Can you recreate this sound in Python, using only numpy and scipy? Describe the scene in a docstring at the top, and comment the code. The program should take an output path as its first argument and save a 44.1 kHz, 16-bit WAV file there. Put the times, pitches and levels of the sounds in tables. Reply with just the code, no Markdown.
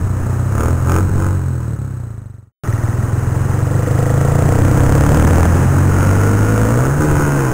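"""A single-cylinder motorcycle with an open exhaust, on the road, from a microphone on a second bike.
It starts 6 m ahead, each firing thumping the pipe; three throttle blips make it bark, then it coasts
and the sound fades out. At 2.6 s it is back, 3 m off at low revs. It pulls up, tappets ticking, passes
at 1 m with a crack from the pipe mouth and a wake of wind, and draws away to 20 m. Throughout, tyres
and air rush beneath it, and the loudest barks overload the microphone of a sample-and-hold recorder."""
import sys
import numpy as np
from scipy import signal
from scipy.fft import rfft, irfft, next_fast_len
from scipy.io import wavfile
from scipy.ndimage import uniform_filter1d, map_coordinates

SR = 44100
rng = np.random.default_rng(int(sys.argv[2]) if len(sys.argv) > 2 else 0)


def log_audio(samples):
    """Write samples as a 16-bit WAV file to the path given in sys.argv[1]."""
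    # one column per channel
    frames = np.atleast_2d(samples).T
    # limit to full scale, then quantise
    limited = np.clip(frames, -1, 1)
    pcm = np.round(limited * 32767).astype(np.int16)
    wavfile.write(sys.argv[1], SR, pcm)


N = 332071
TIME = np.arange(N) / SR
CUT_S = 2.637  # the ride ahead ends and the pass begins

# crank speed while riding ahead, and in the pass: (time [s], firing rate [Hz])
SPEED_AHEAD = [(0, 32.32), (0.22, 30.74), (0.47, 30.96), (0.71, 42.79), (0.85, 41.66), (0.96, 45.61),
               (1.32, 47.3), (1.63, 39.28), (2.23, 25.0), (2.55, 21.2)]
SPEED_PASSING = [(2.637, 19.08), (3.3, 21.67), (4.18, 27.23), (4.94, 34.53), (5.64, 44.82), (6.05, 47.64),
                 (6.47, 53.18), (6.68, 54.97), (7.01, 76.22), (7.36, 70.49), (7.53, 60.46)]


def amp(db):
    """Decibels to gain."""
    return 10 ** (np.asarray(db) / 20)


def curves(rows):
    """One value per sample for each column after the time."""
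    times, *columns = np.transpose(rows)
    return [np.interp(TIME, times, column) for column in columns]


def wobble(rate):
    """A smooth random curve, rate knots a second."""
    return map_coordinates(rng.standard_normal(int(N * rate / SR) + 4), [TIME * rate])


def steady(x):
    """Hold the slow rms at 1, keeping each beat's shape."""
    power = uniform_filter1d(uniform_filter1d(x * x, size=6000), size=6000)
    return x / np.sqrt(np.abs(power) + 1e-12)


def earlier(x, seconds):
    """x brought forward in time."""
    return np.interp(TIME + seconds, TIME, x)


def lag(x, seconds):
    """x followed sluggishly."""
    keep = np.exp(-1 / (seconds * SR))
    return signal.lfilter([1 - keep], [1, -keep], x)


def above(rate, knee_hz, spread_hz=2.9):
    """A soft step from 0 to 1 as the firing rate passes a knee."""
    return .5 + .5 * np.tanh((rate - knee_hz) / spread_hz)


def filtered(x, response):
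    """x times a complex response of frequency."""
    size = next_fast_len(N + SR // 2, real=True)
    return irfft(rfft(x, size) * response(np.fft.rfftfreq(size, 1 / SR)), size)[:N]


def resonate(x, modes):
    """Ring resonances of alternating sign: (frequency [Hz], width [Hz], level [dB])."""
    return filtered(x, lambda f: sum(
        (-1) ** k * amp(db) * 1j * f * width / (hz * hz - f * f + 1j * f * width)
        for k, (hz, width, db) in enumerate(modes)))


def gliding(x, hz, width):
    """A resonance whose pitch moves while it rings."""
    turn = np.exp(2j * np.pi * np.cumsum(hz) / SR)
    return np.imag(turn * signal.lfilter([1], [1, -np.exp(-np.pi * width / SR)], x / turn))


def colour(x, points, size=8192):
    """Minimum-phase filter through points: (frequency [Hz], level [dB])."""
    hz, db = np.transpose(points)
    grid = np.fft.rfftfreq(size, 1 / SR)
    gain = amp(np.interp(np.log(grid + 1), np.log(hz), db))
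    cepstrum = irfft(np.log(gain))
    cepstrum[1:size // 2] *= 2
    cepstrum[size // 2 + 1:] = 0
    return signal.fftconvolve(x, irfft(np.exp(rfft(cepstrum))))[:N]


def pulses(cycle, place, scatter_db, jitter_s):
    """One impulse per cycle at the given place in it, uneven in size and time."""
    at = np.flatnonzero(np.diff(np.floor(cycle - place)) > 0)
    size, shift = rng.standard_normal((len(at), 2)).T
    at = np.clip(np.round(at + shift * jitter_s * SR), 0, N - 1).astype(int)
    return np.bincount(at, amp(scatter_db * size), N)


def gate(cycle, place, length):
    """A burst that opens at a place in each cycle and dies over a share of it."""
    return np.exp(-((cycle - place) % 1) / length)


def crank():
    """Engine cycles counted (a whole number is a firing) and the firing rate in Hz."""
    ahead_hz, passing_hz = curves(SPEED_AHEAD)[0], curves(SPEED_PASSING)[0]
    ahead = np.cumsum(ahead_hz) / SR + .58
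    passing = np.cumsum(passing_hz) / SR
    splice_skip = .3 * np.clip((TIME - 5.29) / .01, 0, 1)  # the sound skips once, as at a splice
    passing = passing - passing[round(CUT_S * SR)] + .032 - splice_skip
    return np.where(TIME < CUT_S, ahead, passing), np.where(TIME < CUT_S, ahead_hz, passing_hz)


def thump(cycle, rate, opening):
    """Each blowdown booms and rings the pipe; a second puff, half a cycle on, grows under load."""
    # gas pushed from the pipe mouth: (frequency [Hz], width [Hz], level [dB])
    boom_modes = [(94.2, 18, 10)]
    # hollow note of the can while the bike rides ahead: (frequency [Hz], width [Hz], level [dB])
    can_modes = [(178, 17, -0.5)]
    # air column of the exhaust: (multiple of the pipe's note [ratio], width [Hz], level [dB])
    pipe_modes = [(1, 18.5, 34), (2.25, 41, -5)]
    load = lag(opening, seconds=.061) * above(rate, knee_hz=32)
    heat = np.abs(lag(opening, seconds=.48))
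    note_hz = 109 + 37.4 * np.sqrt(heat)  # the pipe's note climbs as its gas heats
    ring_db = 4 - 15 * load + 20 * load * above(rate, knee_hz=58)  # sinks under load, back at high revs
    puffs = pulses(cycle, 0, scatter_db=2, jitter_s=.0001)
    puffs += (.11 + .27 * load) * pulses(cycle, .52, scatter_db=-1.3, jitter_s=.00022)
    boom = steady(resonate(puffs, boom_modes) + (TIME < CUT_S) * resonate(puffs, can_modes))
    ring = steady(sum(amp(db) * gliding(puffs, ratio * note_hz, width) for ratio, width, db in pipe_modes))
    swell = signal.lfilter(*signal.butter(1, [18, 340], "bandpass", fs=SR), boom + amp(ring_db) * ring)
    return -steady(earlier(swell, .0036))  # the swell starts before the steep front


def bark(cycle, behind, near_db):
    """Each firing's steep front and the turbulent gas after it: throaty beside, bright from behind."""
    # the blowdown front, microphone beside the pipe: (frequency [Hz], level [dB])
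    beside_spectrum = [(30, -41), (150, 6), (210, -3), (300, 10), (385, -2.5), (480, 11), (600, -1.5),
                       (720, 0), (1000, -18.5), (1450, -12.5), (1800, -28), (2300, -21.5), (3000, -25.5),
                       (4000, -54)]
    # the same front, microphone behind the pipe mouth: (frequency [Hz], level [dB])
    behind_spectrum = [(30, -16), (170, 8), (260, 5.5), (330, 4.5), (390, -0.5), (455, 7), (620, -13),
                       (730, -18), (860, -2.5), (1050, -11.5), (1450, 1), (1750, -18.5), (2200, -18),
                       (3000, -29.5), (4000, -68.5)]
    fronts = pulses(cycle, 0, scatter_db=.57, jitter_s=.00004)
    fronts += .76 * behind * pulses(cycle, .55, scatter_db=.5, jitter_s=.0001)
    gas = rng.standard_normal(N) * (gate(cycle, 0, .09) + .18 * behind * gate(cycle, .7, .082))
    blast = steady(fronts) + amp(-7) * steady(gas)
    throaty = steady(colour(blast, beside_spectrum))
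    bright = steady(colour(blast, behind_spectrum))
    direct = steady((1 - behind) * throaty + behind * bright)
    scatter = amp(-1 - .43 * near_db) * roadside(direct)  # recedes as the bike nears
    return earlier(steady(direct + scatter), .001)


def roadside(x, t60_s=.047, drift_hz=1.627, count=3):
    """Scatter from wall and trees; its pattern changes as the bikes roll on."""
    t = np.arange(SR // 8) / SR
    tails = rng.standard_normal((count, len(t))) * amp(-60 * t / t60_s)
    return steady(sum(wobble(drift_hz) * signal.fftconvolve(x, tail)[:N] for tail in tails))


def road_and_wind():
    """Tyre and air rush, and lumps of wind on the microphone that follow it and swell in each gust."""
    # tyres and rushing air: (frequency [Hz], level [dB])
    road_spectrum = [(30, -3.5), (200, 9.5), (400, 4.5), (650, -2), (850, -1.5), (1150, -2), (1370, -2.5),
                     (1700, -5.5), (2200, -16.5), (3000, -20.5), (4000, -47)]
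    # their strength at the microphone: (time [s], level [dB])
    road_level = [(0, -28.5), (1, -26.5), (1.5, -30), (2.5, -35.5), (2.64, -27.5), (4, -24), (5.3, -16),
                  (7.53, -22.5)]
    # wind buffeting the microphone: (frequency [Hz], level [dB])
    buffet_spectrum = [(10, 4), (25, -10), (50, -2.5), (100, 1.5), (250, -19), (1000, -64)]
    # gusts and the wake of the passing bike: (middle [s], half length [s], level [dB])
    gusts = [(0, 0.049, -13.5), (.24, 0.02, -18), (.68, 0.092, -23), (1.08, 0.24, -19), (4.95, 0.55, -19),
             (7.02, 0.032, -22), (7.18, 0.057, -14)]
    road_db = curves(road_level)[0]
    rush = steady(colour(rng.standard_normal(N), road_spectrum)) * amp(road_db + .74 * wobble(14))
    lumps = steady(colour(rng.standard_normal(N), buffet_spectrum) * amp(1.6 * wobble(9.1)))
    gusting = sum(amp(db) * np.exp(-((TIME - middle) / half) ** 2) for middle, half, db in gusts)
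    return rush + (amp(road_db - 3) + gusting) * lumps


def throttle(release_s=.084):
    """Each twist opens evenly and springs shut once it is let go."""
    # blips, then long pulls: (start [s], opening time [s], let go [s], opening [1 = wide open])
    twists = [(.2, 0.082, 0.2, 0.4), (0.492, 0.099, 0.67, 0.88), (.84, 0.061, 0.97, 1.01),
              (1.14, 0.043, 1.27, 0.66), (2.901, 1.03, 5.44, 0.86), (5.7, 0.33, 6.87, 0.75),
              (6.96, 0.04, 7.52, 0.87), (7.15, .05, 9.4, 0.33)]
    return np.max([
        opening * np.clip((TIME - start) / rise, 0, 1) * np.exp(-np.maximum(TIME - end, 0) / release_s)
        for start, rise, end, opening in twists], axis=0)


def valves(cycle):
    """The tappets tick once a cycle, and the engine covers ring with the clatter."""
    # tappet tick: (frequency [Hz], width [Hz], level [dB])
    tappet_modes = [(1886, 49, 6)]
    # ringing engine covers: (frequency [Hz], width [Hz], level [dB])
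    cover_modes = [(612, 40, 3), (1313, 140, 3.5)]
    # valve gear at the microphone: (time [s], level [dB])
    valve_level = [(0, -69), (2.5, -43.5), (2.64, -32), (3.3, -42.5), (4, -30), (4.8, -32.5), (5.5, -38.5)]
    ticks = pulses(cycle, .76, scatter_db=2, jitter_s=.00031)
    clatter = rng.standard_normal(N) * (.7 + gate(cycle, .13, .1))
    tappets = amp(-7.5) * steady(resonate(ticks, tappet_modes))
    covers = amp(-2.5) * steady(resonate(clatter, cover_modes))
    return amp(curves(valve_level)[0]) * (tappets + covers)


def pipe_mouth(cycle, opening, behind, near_db):
    """Straight behind the pipe each firing arrives as a dry crack and, when close, a slow push of gas."""
    # crack at the pipe mouth: (frequency [Hz], width [Hz], level [dB])
    crack_modes = [(716, 500, -4), (1344, 470, -5.5)]
    # push of gas on the microphone: (frequency [Hz], width [Hz], level [dB])
    push_modes = [(47, 12, 6)]
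    firings = earlier(pulses(cycle, 0, scatter_db=2, jitter_s=.00003), .0018)
    jet_db = 8.5 * np.exp(-((TIME - 5.2) / .28) ** 2)  # the mouth sweeps across the microphone
    crack = amp(-55 + 31.5 * opening + .79 * near_db + jet_db) * steady(resonate(firings, crack_modes))
    push = amp(-34 + 6.5 * opening + .96 * near_db) * steady(resonate(firings, push_modes))
    beamed = behind ** .66 * crack + behind * push  # the crack spreads wider than the push
    return signal.lfilter(*signal.butter(2, 1600, fs=SR), beamed)


def scene():
    """Throttle, revs and distance set the exhaust; valve gear and riding noise lie under it."""
    # the bike from the microphone: (time [s], distance [m], share heard from behind the pipe [0-1])
    path = [(0, 6.1, 0.77), (2.55, 3.4, 0.9), (2.64, 3.2, 0.34), (3.3, 4.4, 0), (4.5, 1.3, 0),
            (4.95, 1.02, 0.15), (5.35, 1.25, 0.06), (6, 2.2, 1), (6.8, 3.84, 0.71), (7.53, 20, 0.82)]
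    reference_m, reference_hz = 4.65, 39.3  # distance and firing rate at which the base levels hold
    cycle, rate = crank()
    opening = throttle()
    distance, behind = curves(path)
    near_db = 20 * np.log10(reference_m / distance)  # the 1/r law; each exhaust layer takes a share
    rev_octaves = np.log2(rate / reference_hz)
    thump_db = -14.5 + 2 * opening + .52 * near_db + 1.6 * rev_octaves
    bark_db = -35.5 + 19 * opening + .38 * near_db + 6 * rev_octaves
    exhaust = amp(thump_db) * thump(cycle, rate, opening) + amp(bark_db) * bark(cycle, behind, near_db)
    exhaust += pipe_mouth(cycle, opening, behind, near_db)
    return (exhaust + valves(cycle) + road_and_wind())[None]


def overload(x, top=.5, hardness=3.6):
    """The microphone amplifier flattens both sides of the wave."""
    return x / (1 + np.abs(x / top) ** hardness) ** (1 / hardness)


def sample_and_hold(x, hold_hz=8000, hiss_db=-42.5):
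    """Each coarse, slightly noisy sample is held as a step, mirroring the sound into a gritty treble."""
    coarse = signal.resample_poly(x, hold_hz, SR)
    coarse *= 1 + amp(hiss_db) * rng.standard_normal(len(coarse))
    return coarse[np.arange(N) * hold_hz // SR]


def record(dry):
    """Overload, coarse sampling, the fade that ends the ride ahead, and the band limit."""
    fade_start_s, fade_end_s, top_hz = 1.16, 2.52, 15700
    stepped = sample_and_hold(overload(dry[0]))
    fade_out = np.clip((fade_end_s - TIME) / (fade_end_s - fade_start_s), 0, 1)
    faded = stepped * np.where(TIME < CUT_S, fade_out, 1)
    return filtered(faded, lambda hz: hz < top_hz)[None]


dry = scene()
out = record(dry)
log_audio(out)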